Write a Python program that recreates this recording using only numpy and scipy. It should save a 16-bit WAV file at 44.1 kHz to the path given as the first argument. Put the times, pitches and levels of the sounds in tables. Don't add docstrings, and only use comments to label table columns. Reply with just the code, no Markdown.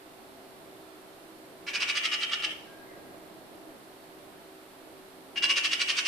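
import sys
import numpy as np
from scipy import signal
from scipy.fft import rfft, irfft, next_fast_len
from scipy.io import wavfile
from scipy.ndimage import map_coordinates

SR = 44100
rng = np.random.default_rng(int(sys.argv[2]) if len(sys.argv) > 2 else 0)


def store_wav(level_fs):
    pcm = np.round(np.clip(np.atleast_2d(level_fs), -1, 1) * 32767)
    wavfile.write(sys.argv[1], SR, pcm.T.astype(np.int16))


N = 267995

# peak_s, level_db
RATTLE_NOTES = [(1.692, -32.5), (1.758, -27.5), (1.827, -26), (1.9, -26), (1.975, -26), (2.057, -26),
                (2.14, -26), (2.233, -27), (2.338, -27), (2.448, -27), (5.38, -28.5), (5.444, -21),
                (5.51, -23), (5.58, -23.5), (5.657, -24.5), (5.735, -24.5), (5.817, -24.5), (5.903, -24.5),
                (5.99, -24), (6.072, -25)]
# time_s, pitch_hz, other_side_hz, formant_ratio, throat_hz, ring_db, bill_db
POSTURE = [(1.689, 424.3, 595.5, 0.89, 2350, 0.5, 3), (1.991, 431.6, 600, 1.016, 2400, -3, 0),
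           (2.269, 427.6, 612.2, 1.055, 3100, -1.5, -1.5), (5.42, 471.5, 567.5, 0.94, 2850, 10, 1),
           (5.7, 478.7, 559.2, 1.015, 2620, -1, 2), (6.07, 479, 563.6, 0.95, 2620, -4, 4)]
def magpie(easy_db=-26, treble_db_per_db=0.45, usual_rise_s=0.025, usual_hz=443):
    voice = np.zeros((2, N))
    times_s, *controls = np.transpose(POSTURE)
    for peak_s, level_db in RATTLE_NOTES:
        posture = [np.interp(peak_s, times_s, control) for control in controls]
        pitch_hz, other_hz, formant_ratio, throat_hz, ring_db, bill_db = posture
        treble_db = bill_db + treble_db_per_db * (level_db - easy_db)
        rise_s = usual_rise_s * (usual_hz / pitch_hz) ** 1.7
        t = np.arange(-SR // 20, SR // 10) / SR
        swell = note_envelope(t, rise_s)
        source = swell * syrinx(t, pitch_hz, other_hz)
        note = throat_and_bill(source, swell, formant_ratio, throat_hz, ring_db, treble_db)
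        add(voice, peak_s + t[0], amp(level_db) * among_houses(note))
    return voice


def note_envelope(t, rise_s, attack_s=0.0022, swell_db=11, decay_db_per_s=625,
                  shut_s=0.015, release_s=0.022):
    opening = np.clip((t + rise_s) / attack_s + .5, 0, 1)
    closing = np.clip(1 - (t - shut_s) / release_s, 0, 1)
    return opening * closing * amp(np.minimum(swell_db * t / rise_s, -decay_db_per_s * t))


def syrinx(t, pitch_hz, other_hz, rasp_share=0.34, puff_s=0.00079):
    pulses = membrane(t, pitch_hz) + membrane(t, other_hz)
    airflow = signal.lfilter([1], [1, -np.exp(-1 / (puff_s * SR))], pulses)
    puffs = airflow * rng.standard_normal(len(t))
    return np.sqrt(1 - rasp_share) * unit(pulses) + np.sqrt(rasp_share) * unit(puffs)


def membrane(t, pitch_hz, jitter_periods=.055, scatter_db=2, arch=.06):
    rate_hz = pitch_hz * (1 - np.clip(arch * (t / t[0] * 2) ** 2, 0, .5))
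    cycles = np.cumsum(rate_hz) / SR + rng.random()
    slips, sizes = rng.standard_normal((2, 256))
    slaps = np.flatnonzero(np.diff(np.floor(cycles)))
    slip_samples = (jitter_periods * slips[:len(slaps)] * SR / pitch_hz).astype(int)
    slaps = np.clip(slaps + slip_samples, 0, len(t) - 1)
    return unit(np.bincount(slaps, amp(scatter_db * sizes[:len(slaps)]), len(t)))


# freq_hz, gain_db
BODY_SPECTRUM = [(150, -74), (550, -16.5), (800, -15.5), (940, -17.5), (1080, -1), (1200, 1), (1450, -5),
                 (1620, -0.5), (1850, 1.5), (2300, 1.5), (3000, 5.5), (3700, -11.5), (5500, -66),
                 (9000, -70)]
# freq_hz, gain_db
BILL_SPECTRUM = [(500, -90), (2000, -19), (3300, 2), (4200, 2.5), (5200, 3), (6300, -3), (7200, -11.5),
                 (8600, -11.5), (9700, -18), (10800, -23), (14000, -36)]
def throat_and_bill(source, swell, formant_ratio, throat_hz, ring_db, treble_db):
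    body = unit(filtered(source, lambda hz: amp(along(BODY_SPECTRUM, hz / formant_ratio))))
    bill = unit(filtered(source, lambda hz: amp(along(BILL_SPECTRUM, hz))))
    width_hz = 480 * amp(-.4 * ring_db)
    resonance = lambda hz: 1j * hz * width_hz / (throat_hz ** 2 - hz ** 2 + 1j * hz * width_hz)
    throat = unit(filtered(body * np.sqrt(swell), resonance))
    note = amp(5.5) * body + amp(ring_db - 2) * throat + amp(treble_db + 1.5) * bill
    return np.sqrt(np.mean(swell ** 2)) * unit(note)


# delay_s, gain
PERCH_ECHOES = [(.0013, 0.15), (.00212, 0.3), (.00352, 0.39)]
def perch_reflections(note, delay_scatter=.025):
    combed = note.copy()
    for delay_s, gain in PERCH_ECHOES:
        add(combed, delay_s * np.exp(delay_scatter * rng.standard_normal()), gain * note)
    return combed * np.std(note) / np.std(combed)


# freq_hz, gain_db
ECHO_SPECTRUM = [(1000, 4), (2200, 6), (3000, 7), (4300, -5), (10000, 10)]
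# freq_hz, left_minus_right_db
MAGPIE_BALANCE = [(1200, -2), (2200, -5.5), (2700, 7.5), (3400, -2), (4400, -10.5), (6200, -10), (7200, -5),
                  (8600, -13.5), (10500, -2), (13000, 16)]
def among_houses(note, roof_db=-6, near_db=-15, opposite_db=-13, yard_db=-9):
    direct = np.pad(perch_reflections(note), (0, SR // 2))
    coloured = filtered(direct, lambda hz: amp(along(ECHO_SPECTRUM, hz)))
    roof = amp(roof_db) * walls(direct, delay_s=.0003, spread_s=.006, count=24)
    near = amp(near_db) * walls(direct, delay_s=.015, spread_s=.036, count=30)
    opposite = amp(opposite_db) * walls(coloured, delay_s=.06, spread_s=.028, count=30)
    return panned(direct + roof + near + opposite, MAGPIE_BALANCE) + amp(yard_db) * yard(coloured)


def walls(x, delay_s, spread_s, count):
    lags_s = delay_s + spread_s * rng.random((2, count))
    gains = rng.standard_normal((2, count)) * np.exp(-(lags_s - delay_s) / spread_s)
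    responses = [np.bincount((lag_s * SR).astype(int), gain / np.linalg.norm(gain))
                 for lag_s, gain in zip(lags_s, gains)]
    return np.array([signal.fftconvolve(x, response)[:len(x)] for response in responses])


# freq_hz, t60_s
YARD_DECAY = [(500, 0.83), (2000, 0.6), (3000, 0.53), (5000, 0.81), (10000, 0.27)]
def yard(x, linger=1):
    hz, t, noise = signal.stft(rng.standard_normal((2, SR * 2 // 3)), SR, nperseg=256)
    t60_s = linger * along(YARD_DECAY, hz)[:, None]
    envelope = amp(-60 * t / t60_s) * (1 - np.exp(-t / 0.0037))
    tail = signal.istft(noise * envelope, SR, nperseg=256)[1]
    return signal.fftconvolve(x[None], tail / np.linalg.norm(tail[0]), axes=1)[:, :len(x)]


# start_s, length_s, start_hz, end_hz, relative_db, waver_fraction
FAR_WHISTLES = [(.66, .29, 3550, 3490, -69, .015), (2.65, .21, 1615, 1628, -53, .009),
                (2.85, .11, 2060, 1960, -59, .05)]
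def far_bird(direct_db=-2, echo_db=-1):
    song = np.zeros(N)
    for start_s, length_s, start_hz, end_hz, relative_db, waver in FAR_WHISTLES:
        size = int(length_s * SR)
        pitch_hz = np.linspace(start_hz, end_hz, size) * (1 + waver * wobble(180, SR)[:size])
        tone = np.sin(2 * np.pi * np.cumsum(pitch_hz) / SR)
        add(song, start_s, amp(relative_db) * signal.windows.tukey(size, .4) * tone)
    return amp(direct_db) * song + amp(echo_db) * yard(song, linger=3)


# freq_hz, density_db
TOWN_SPECTRUM = [(25, -18), (36, -27), (55, -19), (80, -18.5), (150, -12.5), (230, -9.5), (330, -6),
                 (450, -9), (680, -8), (950, -13), (1500, -16.5), (2500, -21.5), (4200, -23), (6300, -31.5),
                 (9000, -27), (14500, -29)]
# freq_hz, correlation
TOWN_CORRELATION = [(60, 0.49), (130, 0.48), (290, 0.63), (630, 0.6), (1380, -0.11), (3030, 0.11),
                    (6630, -0.13), (14500, 0.052)]
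def town(level_db=-52, swell_db=1.43, swell_rate_hz=4.47, traffic_top_hz=900):
    def mid_side_gains(hz):
        angle = np.arccos(np.clip(along(TOWN_CORRELATION, hz), -1, 1)) / 2
        return amp(along(TOWN_SPECTRUM, hz)) * [np.cos(angle), np.sin(angle)]

    mid, side = filtered(rng.standard_normal((2, N)), mid_side_gains)
    air = np.array([mid + side, mid - side]) / np.std(mid)
    traffic = filtered(air, lambda hz: 1 / (1 + (hz / traffic_top_hz) ** 4))
    swell = amp(swell_db * wobble(swell_rate_hz, N))
    return amp(level_db) * (air + (swell - 1) * traffic)


# pitch_hz, level_db, flutter_hz, flutter_depth
FAN_TONES = [(269.2, -68, 10, .6), (317.6, -60, 14, .7), (382.6, -59, 9, .22), (574, -71, 10, .6),
             (672.9, -66, 9, .5), (1346, -77, 3, .7), (4274, -79, 25, .4)]
def fan():
    t = np.arange(N) / SR
    hum = np.zeros(N)
    for pitch_hz, level_db, flutter_hz, depth in FAN_TONES:
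        flutter = 1 + depth * (wobble(flutter_hz, N) + 1j * wobble(flutter_hz, N))
        hum += amp(level_db) * unit(np.real(flutter * np.exp(2j * np.pi * pitch_hz * t)))
    return hum


def amp(db):
    return 10 ** (np.asarray(db) / 20)


def unit(x):
    return x / np.sqrt(np.mean(x ** 2) + 1e-20)


def along(points, hz):
    freqs_hz, values = np.transpose(points)
    return np.interp(np.log(hz + 1), np.log(freqs_hz + 1), values)


def wobble(rate_hz, size):
    knots = rng.standard_normal(int(size * rate_hz / SR) + 4)
    return map_coordinates(knots, [np.arange(size) * rate_hz / SR])


def filtered(x, response):
    size = x.shape[-1]
    padded = next_fast_len(size + 4096)
    return irfft(rfft(x, padded) * response(np.fft.rfftfreq(padded, 1 / SR)), padded)[..., :size]


def panned(x, balance):
    return filtered(x, lambda hz: amp(np.outer([.5, -.5], along(balance, hz))))


def add(track, start_s, sound):
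    part = track[..., round(start_s * SR):][..., :sound.shape[-1]]
    part += sound[..., :part.shape[-1]]


# freq_hz, left_minus_right_db
BACKGROUND_BALANCE = [(150, .5), (400, -2), (700, -2), (4300, -3.5), (14000, -2.5)]
def scene():
    whistles = far_bird()
    return magpie() + whistles + panned(town() + fan(), BACKGROUND_BALANCE)


def record(dry, top_hz=14600):
    return filtered(dry, lambda hz: hz < top_hz)


dry = scene()
out = record(dry)
store_wav(out)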